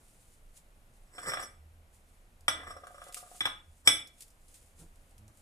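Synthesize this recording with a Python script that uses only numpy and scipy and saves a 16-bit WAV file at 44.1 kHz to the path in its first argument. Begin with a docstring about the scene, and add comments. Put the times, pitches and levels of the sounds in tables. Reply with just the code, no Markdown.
"""A quiet kitchen hums throughout, with still air, soft rustles and brief low judders from the start.
Near 1.2 s the foot ring of a small glass plate drags over a tiled counter: grit scrapes, the ring catches.
From 2.4 s paper cups tick as creases snap; the plate is put down at 2.5 s and rocks to rest with low plate notes.
It is knocked again near 3.4 and 3.9 s, then more paper ticks, swishes, judders and one last light tap follow.
Plate and paper echo off tiled walls, and a phone hears it all through two ports."""
import sys
import numpy as np
from scipy import signal
from scipy.fft import rfft, irfft
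from scipy.io import wavfile
from scipy.ndimage import uniform_filter1d

SR = 44100
rng = np.random.default_rng(int(sys.argv[2]) if len(sys.argv) > 2 else 0)


def elevation(decibels):
    """Turn decibel levels (scalar or array-like) into linear amplitude ratios."""
    levels = np.asarray(decibels, float)
    return 10 ** (levels / 20)


def waveform_to_disk(signal):
    """Save audio, clipped to [-1, 1], as 16-bit WAV at the path in sys.argv[1]."""
    frames = np.transpose(np.atleast_2d(signal))
    scaled = np.clip(frames, -1, 1) * 32767
    samples = np.round(scaled).astype(np.int16)
    wavfile.write(sys.argv[1], SR, samples)


N = 238729  # length in samples
T = np.arange(N) / SR  # time in seconds

# Colour of the still air. Each row: frequency in Hz, relative level in dB.
AIR_COLOUR = [(26, -30.5), (45, -6.5), (145, -15), (241, -19.5), (421, -24), (511, -21), (852, -24),
              (962, -25.5), (1140, -25), (1450, -26), (1680, -28.5), (2200, -28.5), (5150, -38.5),
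              (12300, -37), (15000, -49)]
# How alike the noise is at the two ports. Each row: frequency in Hz, correlation from -1 to 1.
PORT_LIKENESS = [(60, 0.92), (300, 0.71), (700, 0.96), (1100, -0.32), (1600, -0.17), (5600, 0.44),
                 (6900, 0.81), (10000, 1), (15000, 0.41)]
# Swells of the low hum. Each row: loudest time in seconds, relative level in dB,
# then rise and fall, each in seconds per 20 dB.
HUM_SWELLS = [(.55, -76.5, .2, .9), (1.56, -55, 0.19, .4), (1.94, -66, 0.5, .2), (2.14, -63.5, 0.11, .15),
              (2.66, -52.5, 0.33, .25), (3.69, -57.5, .25, .45), (4.83, -61, .35, .15),
              (5.2, -66.5, .4, .9)]
# Colour of paper and cloth rustle. Each row: frequency in Hz, relative level in dB.
RUSTLE_COLOUR = [(700, -48), (2000, -10), (3200, -10), (6000, -8.5), (7000, -3.5), (10100, -2.5),
                 (12000, -15.5), (14200, -8.5), (15200, -37.5)]
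# Paper and sleeve swishes. Each row: loudest time in seconds, relative level in dB,
# then rise and fall, each in seconds per 20 dB.
SWISHES = [(.1, -78.5, 1, 1), (.35, -74.5, 1, 0.054), (.575, -61, 0.041, 0.04), (.62, -105, 0.11, 0.18),
           (.94, -78.5, 0.017, 0.32), (1.945, -68, .03, 0.082), (2.09, -77.5, .06, .2),
           (3.09, -70.5, 0.4, 0.017), (3.175, -46.5, 0.017, 0.039), (3.38, -60, 0.45, 0.13),
           (3.79, -74.5, 0.25, 0.11), (4.224, -59, 0.083, 0.042), (4.27, -75.5, 0.045, .15),
           (4.55, -66, .17, .3), (4.8, -61, 0.032, 0.068), (5.1, -79, 0.45, 0.14), (5.39, -72, .1, .3)]
# A hand or blade judders on the counter. Each row: start in seconds, level in dB, slips per second,
# length in seconds, scuff level in dB relative to the row's level.
JUDDERS = [(0, -73, 110, 0.047, 11.5), (.88, -64, 120, 0.083, -28), (4.777, -54.5, 163, 0.096, -2),
           (5.153, -54, 105, 0.173, -25), (5.27, -76, 105, 0.044, 13)]
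# Overtones of a judder. Each row: multiple of the slip rate, relative level in dB.
JUDDER_OVERTONES = [(1, -0.5), (2, -9.5), (3, -19)]
# Colour of a judder's dull scuff. Each row: frequency in Hz, relative level in dB.
SCUFF_COLOUR = [(50, 12.5), (120, 13), (500, 1.5), (1500, -9.5), (3000, -41.5)]
# Ways the glass plate can ring (its modes), as three matching lists:
# frequency in Hz, relative level in dB, and free ring time in seconds to fall 60 dB.
PLATE_HZ = [530, 625, 715, 1080, 1150, 1195, 1247, 1400, 1462, 1575, 1650, 1790, 2000, 2304, 2395, 3010,
            3374, 3444, 3740, 5390, 5455, 5834, 7055, 7845, 7915, 7990, 8080, 9050, 10600, 10895, 14120]
PLATE_DB = [-21, -13.5, -7, -17, -20.5, -9, -5, -7, -14, -6.5, -5, -2, 3.5, 0.5, -10, -2, -4.5, 5, -6.5, -8,
            -7, -17, -24, -15, -8, -0.5, -9, -16.5, -13.5, -14, -16]
PLATE_RING_S = [0.13, 0.066, 0.041, .1, 0.26, 0.11, 0.1, 0.09, 0.13, 0.12, 0.092, 0.045, 0.05, 0.11, 0.095,
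                0.041, 0.13, 0.13, 0.1, 0.15, 0.074, 0.24, 0.083, 0.047, 0.061, 0.04, 0.13, 0.097, 0.12,
                0.21, 0.036]
# Scraping strokes. Each row: loudest time in seconds, relative level in dB, rise and fall in seconds per 20 dB,
# then relative levels of the rim modes and the treble modes in dB.
STROKES = [(1.183, -53.5, .05, 0.06, -10, 6.5), (1.235, -52, 0.041, .05, -12, -0.5),
           (1.302, -43.5, 0.094, 0.038, -20, 0.5), (1.409, -45.5, 0.063, 0.056, -12, 4),
           (2.536, -51, 0.0074, 0.19, -10, -23.5), (2.704, -51, 0.09, 0.044, -9, 1.5),
           (3.05, -67, 0.35, 0.11, 8, -24), (3.861, -52.5, 0.011, .04, 5.5, 12.5)]
# Colour of grit under the foot ring. Each row: frequency in Hz, relative level in dB.
GRIT_COLOUR = [(150, -41.5), (350, -9), (600, -0.5), (900, -8.5), (1400, -2), (2400, -1), (4500, -11),
               (5500, -29.5)]
# Colour of a sharp tile crack. 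Each row: frequency in Hz, relative level in dB.
CRACK_COLOUR = [(3000, -29.5), (4500, 2.5), (6000, -3.5), (9500, -6), (11300, -7.5), (12000, -28),
                (14500, -23.5)]
# Colour of a tile thud. Each row: frequency in Hz, relative level in dB.
THUD_COLOUR = [(150, -35), (300, -13.5), (420, -16), (600, -8), (900, -5.5), (1300, 1), (2200, -14.5),
               (2750, -4.5), (3700, -3), (4500, -28.5)]
# Modes of the counter slab. Each row: frequency in Hz, relative level in dB, seconds to fall 60 dB.
COUNTER_MODES = [(110.5, -25.5, 0.18), (176, -22, 0.066), (313, -15.5, 0.059)]
# The dragged foot ring catches on the tile. Each row: start in seconds, strength in dB,
# relative level of the treble modes in dB.
CATCHES = [(1.18, -34, -22), (1.258, -37, -15), (1.296, -34, -23), (1.318, -30, -37), (1.335, -27.5, -9.5),
           (1.371, -29.5, -25), (1.394, -34.5, -16), (1.424, -38.5, 3.5)]
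# The plate is set down or knocked on tile. Each row: start in seconds, strength in dB,
# then relative levels of the rim modes, treble modes and thud in dB.
BLOWS = [(2.481, -21, -7, -2, -2.5), (3.406, -33, 6, -1.5, 4), (3.454, -29, 1, -2, 4),
         (3.468, -30, -19, -31, -1), (3.874, -20, 5, 8, 1.5), (3.953, -44, -3, 8.5, -8)]
# Light taps as the plate rocks or is nudged. Each row: start in seconds, strength in dB,
# relative level of the treble modes in dB.
TAPS = [(2.633, -38, -12), (2.669, -36.5, -26), (2.705, -33, -11.5), (2.765, -38, -14.5), (2.835, -39, -21),
        (2.868, -37.5, -24), (2.906, -49, -17), (2.945, -41.5, -15), (2.979, -40.5, -14.5),
        (3.016, -37, -23), (3.067, -43, -25), (3.091, -42, -20), (3.167, -39, -7), (3.228, -44.5, -16),
        (3.261, -45.5, -18), (3.315, -48, -10), (3.346, -47.5, -15), (5.282, -54, -30)]
# Paper cup ticks. Each row: start in seconds, strength in dB.
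TICKS = [(2.4082, -51), (2.8697, -43.5), (3.04, -46.5), (3.0846, -48), (3.1246, -38.5), (3.1364, -44),
         (3.1448, -26.5), (4.0727, -40), (4.2072, -37), (4.222, -37.5), (4.281, -51), (4.3038, -50.5),
         (4.4826, -50), (4.5424, -44), (4.9576, -56.5), (5.1108, -57.5), (5.1806, -47.5), (5.2804, -49),
         (5.3727, -53)]
# Low notes of the plate as it rocks. Each row: frequency in Hz, relative starting level in dB,
# change in dB per second.
LOW_PLATE_NOTES = [(563, -59, -24), (720, -67.5, 9.5)]
# Echo time of the kitchen. Each row: frequency in Hz, seconds to fall 60 dB.
ROOM_FADE = [(100, 0.5), (1000, 0.35), (4000, 0.31), (12000, 0.24)]
# Tilt between the ports. Each row: frequency in Hz, left minus right in dB.
LEFT_TILT = [(60, -1.5), (3000, 0.5), (7500, -3), (8600, -5.5), (9600, 8), (12000, 5), (15000, 2.5)]


def along(table, hz):
    """Read a (Hz, value) table on a logarithmic frequency axis."""
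    f, v = np.transpose(table)
    return np.interp(np.log(np.maximum(hz, 1)), np.log(f), v)


def colour(x, table):
    """Filter a sound by a (Hz, dB) table."""
    size = x.shape[-1]
    gain = elevation(along(table, np.fft.rfftfreq(size, 1 / SR)))
    return irfft(rfft(x) * gain, size)


def unit(x):
    """Scale a sound to an average strength (rms) of 1."""
    return x / np.sqrt(np.mean(x ** 2))


def diffuse(size):
    """White noise from all round: the ports share only part of each band."""
    alike = np.clip(along(PORT_LIKENESS, np.fft.rfftfreq(size, 1 / SR)), -.99, .99)
    shares = np.sqrt([(1 + alike) / 2, (1 - alike) / 2])
    mid, side = rfft(rng.standard_normal((2, size))) * shares
    return irfft(np.array([mid + side, mid - side]), size)


def walk(rate):
    """Random levels, drawn about rate times a second and joined by slopes."""
    k = int(SR / rate)
    steps = np.repeat(rng.standard_normal(N // k + 1), k)
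    return uniform_filter1d(steps, k)[:N]


def add(out, s, x):
    """Mix a short sound in at time s."""
    i = int(s * SR)
    out[..., i:i + x.shape[-1]] += x[..., :N - i]


def swell(s, db, rise_s, fall_s):
    """Gain that climbs to db at time s and dies away, 20 dB per rise_s and fall_s."""
    before = (s - T) / max(rise_s, .001)
    after = (T - s) / max(fall_s, .001)
    return elevation(db - 20 * np.where(T < s, before, after))


def fade(t, seconds):
    """Gain that falls 60 dB in the given time."""
    return 1000. ** (-t / seconds)


def still_air():
    """Steady noise from all round, with a slowly wandering level."""
    return unit(colour(diffuse(N), AIR_COLOUR)) * elevation(-65.5 + .7 * walk(1.5))


def low_noise(low_hz, high_hz):
    """A narrow band of low noise with an rms of 1."""
    band = signal.butter(2, [low_hz, high_hz], "bandpass", fs=SR, output="sos")
    return unit(signal.sosfilt(band, rng.standard_normal(N)))


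def drone():
    """A wavering hum, part tone and part narrow noise, over a deeper rumble."""
    noise = low_noise(73, 83)
    hum_hz = 78.3 + 2.38 * walk(6)
    tone = np.sin(2 * np.pi * np.cumsum(hum_hz) / SR)
    hum_gain = elevation(-78.5) + sum(swell(*row) for row in HUM_SWELLS)
    rumble = low_noise(19, 33) * elevation(-61.5 + 2.5 * walk(5))
    return (.6 * noise + 1.1 * tone) * hum_gain + rumble


def rustle():
    """Dense tiny crackles of paper and cloth; each paper tick also leaves a short rustle."""
    crackle_db = 2.4 * np.minimum(rng.exponential(1, N), 8)  # capped random spikes
    grain = diffuse(N) * elevation(1.36 * walk(51) + crackle_db)
    # 18.5 dB under each tick's strength, falling 20 dB in 0.018 s
    after_ticks = sum(swell(s, db - 18.5, 0, 0.018) for s, db in TICKS)
    gain = elevation(-90.5) + sum(swell(*row) for row in SWISHES) + after_ticks
    return unit(colour(grain, RUSTLE_COLOUR)) * gain * elevation(3.5)


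def judders():
    """Brief low buzzes from sticking and slipping, with a dull scuff."""
    out = np.zeros(N)
    for s, db, rate, length, scuff_db in JUDDERS:
        t = T[:int(length * SR)]
        buzz = sum(elevation(d) * np.cos(2 * np.pi * k * rate * t) for k, d in JUDDER_OVERTONES)
        scuff = unit(colour(rng.standard_normal(len(t)), SCUFF_COLOUR))
        rise_and_fall = np.sin(np.pi * t / length)
        add(out, s, elevation(db) * (buzz + elevation(scuff_db) * scuff) * rise_and_fall)
    return out


def contact(hz, rim_db, treble_db, from_hz, octaves):
    """Gain of a mode: low bending modes stay full, rim_db phases in above from_hz, treble_db rules over 4500 Hz."""
    rim = np.clip(np.log2(hz / from_hz) / octaves, 0, 1)
    return elevation(np.where(hz > 4500, treble_db, rim * rim_db))


def scrape():
    """Grit under the foot ring catches and slips, shaking all the plate's modes."""
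    push = np.array([swell(*row[:4]) for row in STROKES]) + 1e-9
    spikes_db = 3.8 * np.minimum(rng.exponential(1, N), 7)
    patchy_noise = rng.standard_normal(N) * elevation(5 * walk(60) + spikes_db)
    grit = unit(patchy_noise) * push.sum(0)
    # where strokes overlap, the stronger one has more say in the tone
    rim_db, treble_db = np.array(STROKES)[:, 4:].T @ push / push.sum(0)
    out = elevation(-6.0) * colour(grit, GRIT_COLOUR)
    out = out + elevation(treble_db - 12) * colour(grit, CRACK_COLOUR)
    for hz, db, ring_s in zip(PLATE_HZ, PLATE_DB, PLATE_RING_S):
        # a resonator rings at hz for 0.8 of its free time
        r = fade(1, ring_s * 0.8 * SR)
        w = 2 * np.pi * hz / SR
        drive = grit * contact(hz, rim_db - 7.0, treble_db, from_hz=1900, octaves=0.33)
        feed = [2 * np.sqrt(1 - r) * np.sin(w)]
        mode = signal.lfilter(feed, [1, -2 * r * np.cos(w), r * r], drive)
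        out = out + elevation(db - 3.5) * mode
    return out


def touches():
    """List plate touches: time, strength, rim dB, treble dB, share of free ring time, thud dB, rim octaves."""
    catches = [(s, db, -18, treble, 0.53, -6.5, 1.62) for s, db, treble in CATCHES]
    blows = [(s, db, rim, treble, .5, thud, 1.29) for s, db, rim, treble, thud in BLOWS]
    taps = [(s, db, -33.5, treble, 0.6, -13, 1.37) for s, db, treble in TAPS]
    return catches + blows + taps


def knocks():
    """Each touch rings every mode at its own strength, over a short thud and crack of the tile."""
    out, t = np.zeros(N), T[:SR // 3]
    hz, db, ring_s = np.array([PLATE_HZ, PLATE_DB, PLATE_RING_S])[:, :, None]
    for s, strength_db, rim_db, treble_db, ring_share, thud_db, octaves in touches():
        # level, pitch and starting phase differ a little each time
        luck = rng.standard_normal((3, len(hz), 1))
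        gain = elevation(db + 1.4 * luck[0]) * contact(hz, rim_db, treble_db, from_hz=1180, octaves=octaves)
        touch_hz = hz * (1 + .002 * luck[1])
        tones = np.sin(2 * np.pi * (touch_hz * t + 0.21 * luck[2]))
        modes = gain * tones * fade(t, ring_s * ring_share)

        thud = unit(colour(rng.standard_normal(len(t)), THUD_COLOUR))
        crack = unit(colour(rng.standard_normal(len(t)), CRACK_COLOUR))
        tile = elevation(thud_db - 3.5) * thud * (fade(t, .06) + 1.95 * fade(t, .008))
        tile = tile + elevation(treble_db - 13.0) * crack * fade(t, .04)
        # a solid thud moves the slab itself
        slab = sum(elevation(d) * np.sin(2 * np.pi * f * t) * fade(t, slab_s) for f, d, slab_s in COUNTER_MODES)
        tile = tile + elevation(1.5 * thud_db) * slab

        # a light touch pushes for longer than a hard blow
        rise_s = 0.00038 * elevation(-.8 * (strength_db + 15.5))
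        rise = 1 - np.exp(-t / rise_s)
        add(out, s, elevation(strength_db) * rise * (elevation(3.5) * modes.sum(0) + tile))
    return out


def paper():
    """Creases snap as bright ticks with a short crinkle behind; a bigger crease reaches lower."""
    out, t = np.zeros(N), T[:SR // 8]
    for s, strength_db in TICKS:
        low_hz = 4800 * elevation(-.25 * (strength_db + 52))
        band = signal.butter(2, [low_hz, 12500], "bandpass", fs=SR, output="sos")
        snap_and_crinkle = fade(t, 0.0041) + 0.62 * fade(t, 0.023)
        burst = rng.standard_normal(len(t)) * snap_and_crinkle
        add(out, s, elevation(strength_db - 6) * signal.sosfilt(band, burst))
    return out


def low_plate_notes():
    """Low plate notes near 560 and 720 Hz, set off again by each tap as it rocks; the lower dies as the upper grows."""
    rocks_from_s, rocks_to_s = 2.7, 3.4
    taps = np.array(TAPS)[:, 0]
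    since_tap = T - taps[np.maximum(np.searchsorted(taps, T) - 1, 0)]
    pulse = 0.34 + 3.3 * fade(np.abs(since_tap), 0.039)
    # fades in by 20 dB per 0.071 s, then stops
    gate = elevation(-20 * np.maximum(rocks_from_s - T, 0) / 0.071) * (T < rocks_to_s)
    out = 0
    for hz, db, db_per_s in LOW_PLATE_NOTES:
        phase = 2 * np.pi * hz * T
        wavering_note = (0.25 + walk(50)) * np.sin(phase) + walk(49) * np.cos(phase)
        out = out + elevation(db + db_per_s * (T - rocks_from_s)) * wavering_note
    return gate * pulse * out


def room(x, right_lag_s):
    """Direct sound reaches the right port after right_lag_s; tiled walls add an echo, shorter in the treble."""
    size = SR // 2
    f, t, z = signal.stft(diffuse(size), SR, nperseg=256)
    z = z * fade(t, along(ROOM_FADE, f)[:, None])
    tail = signal.istft(z, SR, nperseg=256)[1][:, :size]
    build_up = np.clip(T[:size] / 0.0013, 0, 1)
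    tail = elevation(-5.5) * unit(tail) / np.sqrt(size) * build_up
    # the direct sound at each port
    tail[0, 0] += 1
    tail[1, int(right_lag_s * SR)] += 1
    return signal.fftconvolve(x[None], tail, axes=1)[:, :N]


def scene():
    """The plate lies off to one side, the paper square to both ports; still air lies under all."""
    background = still_air() + drone() + rustle() + judders()
    plate = room(scrape() + knocks() + low_plate_notes(), right_lag_s=.00018)
    cups = room(paper(), right_lag_s=0)
    return background + plate + cups


def band_limit(x):
    """A steep low-pass at the top of the band."""
    return signal.sosfilt(signal.butter(12, 15840, fs=SR, output="sos"), x)


def record(dry):
    """The loudest peaks are rounded, the ports get their different tone, and the top is cut at 14400 Hz."""
    overload = .75  # no peak passes this level here
    soft = overload * np.tanh(dry / overload)
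    half_tilt = np.array(LEFT_TILT) * [1, .5]  # each port takes half the difference
    left = colour(soft[0], half_tilt)
    right = colour(soft[1], half_tilt * [1, -1])
    top_cut = signal.ellip(6, .5, 18, 14400, fs=SR, output="sos")
    ports = signal.sosfilt(top_cut, np.array([left, right]))
    return band_limit(ports)


dry = scene()
out = record(dry)
waveform_to_disk(out)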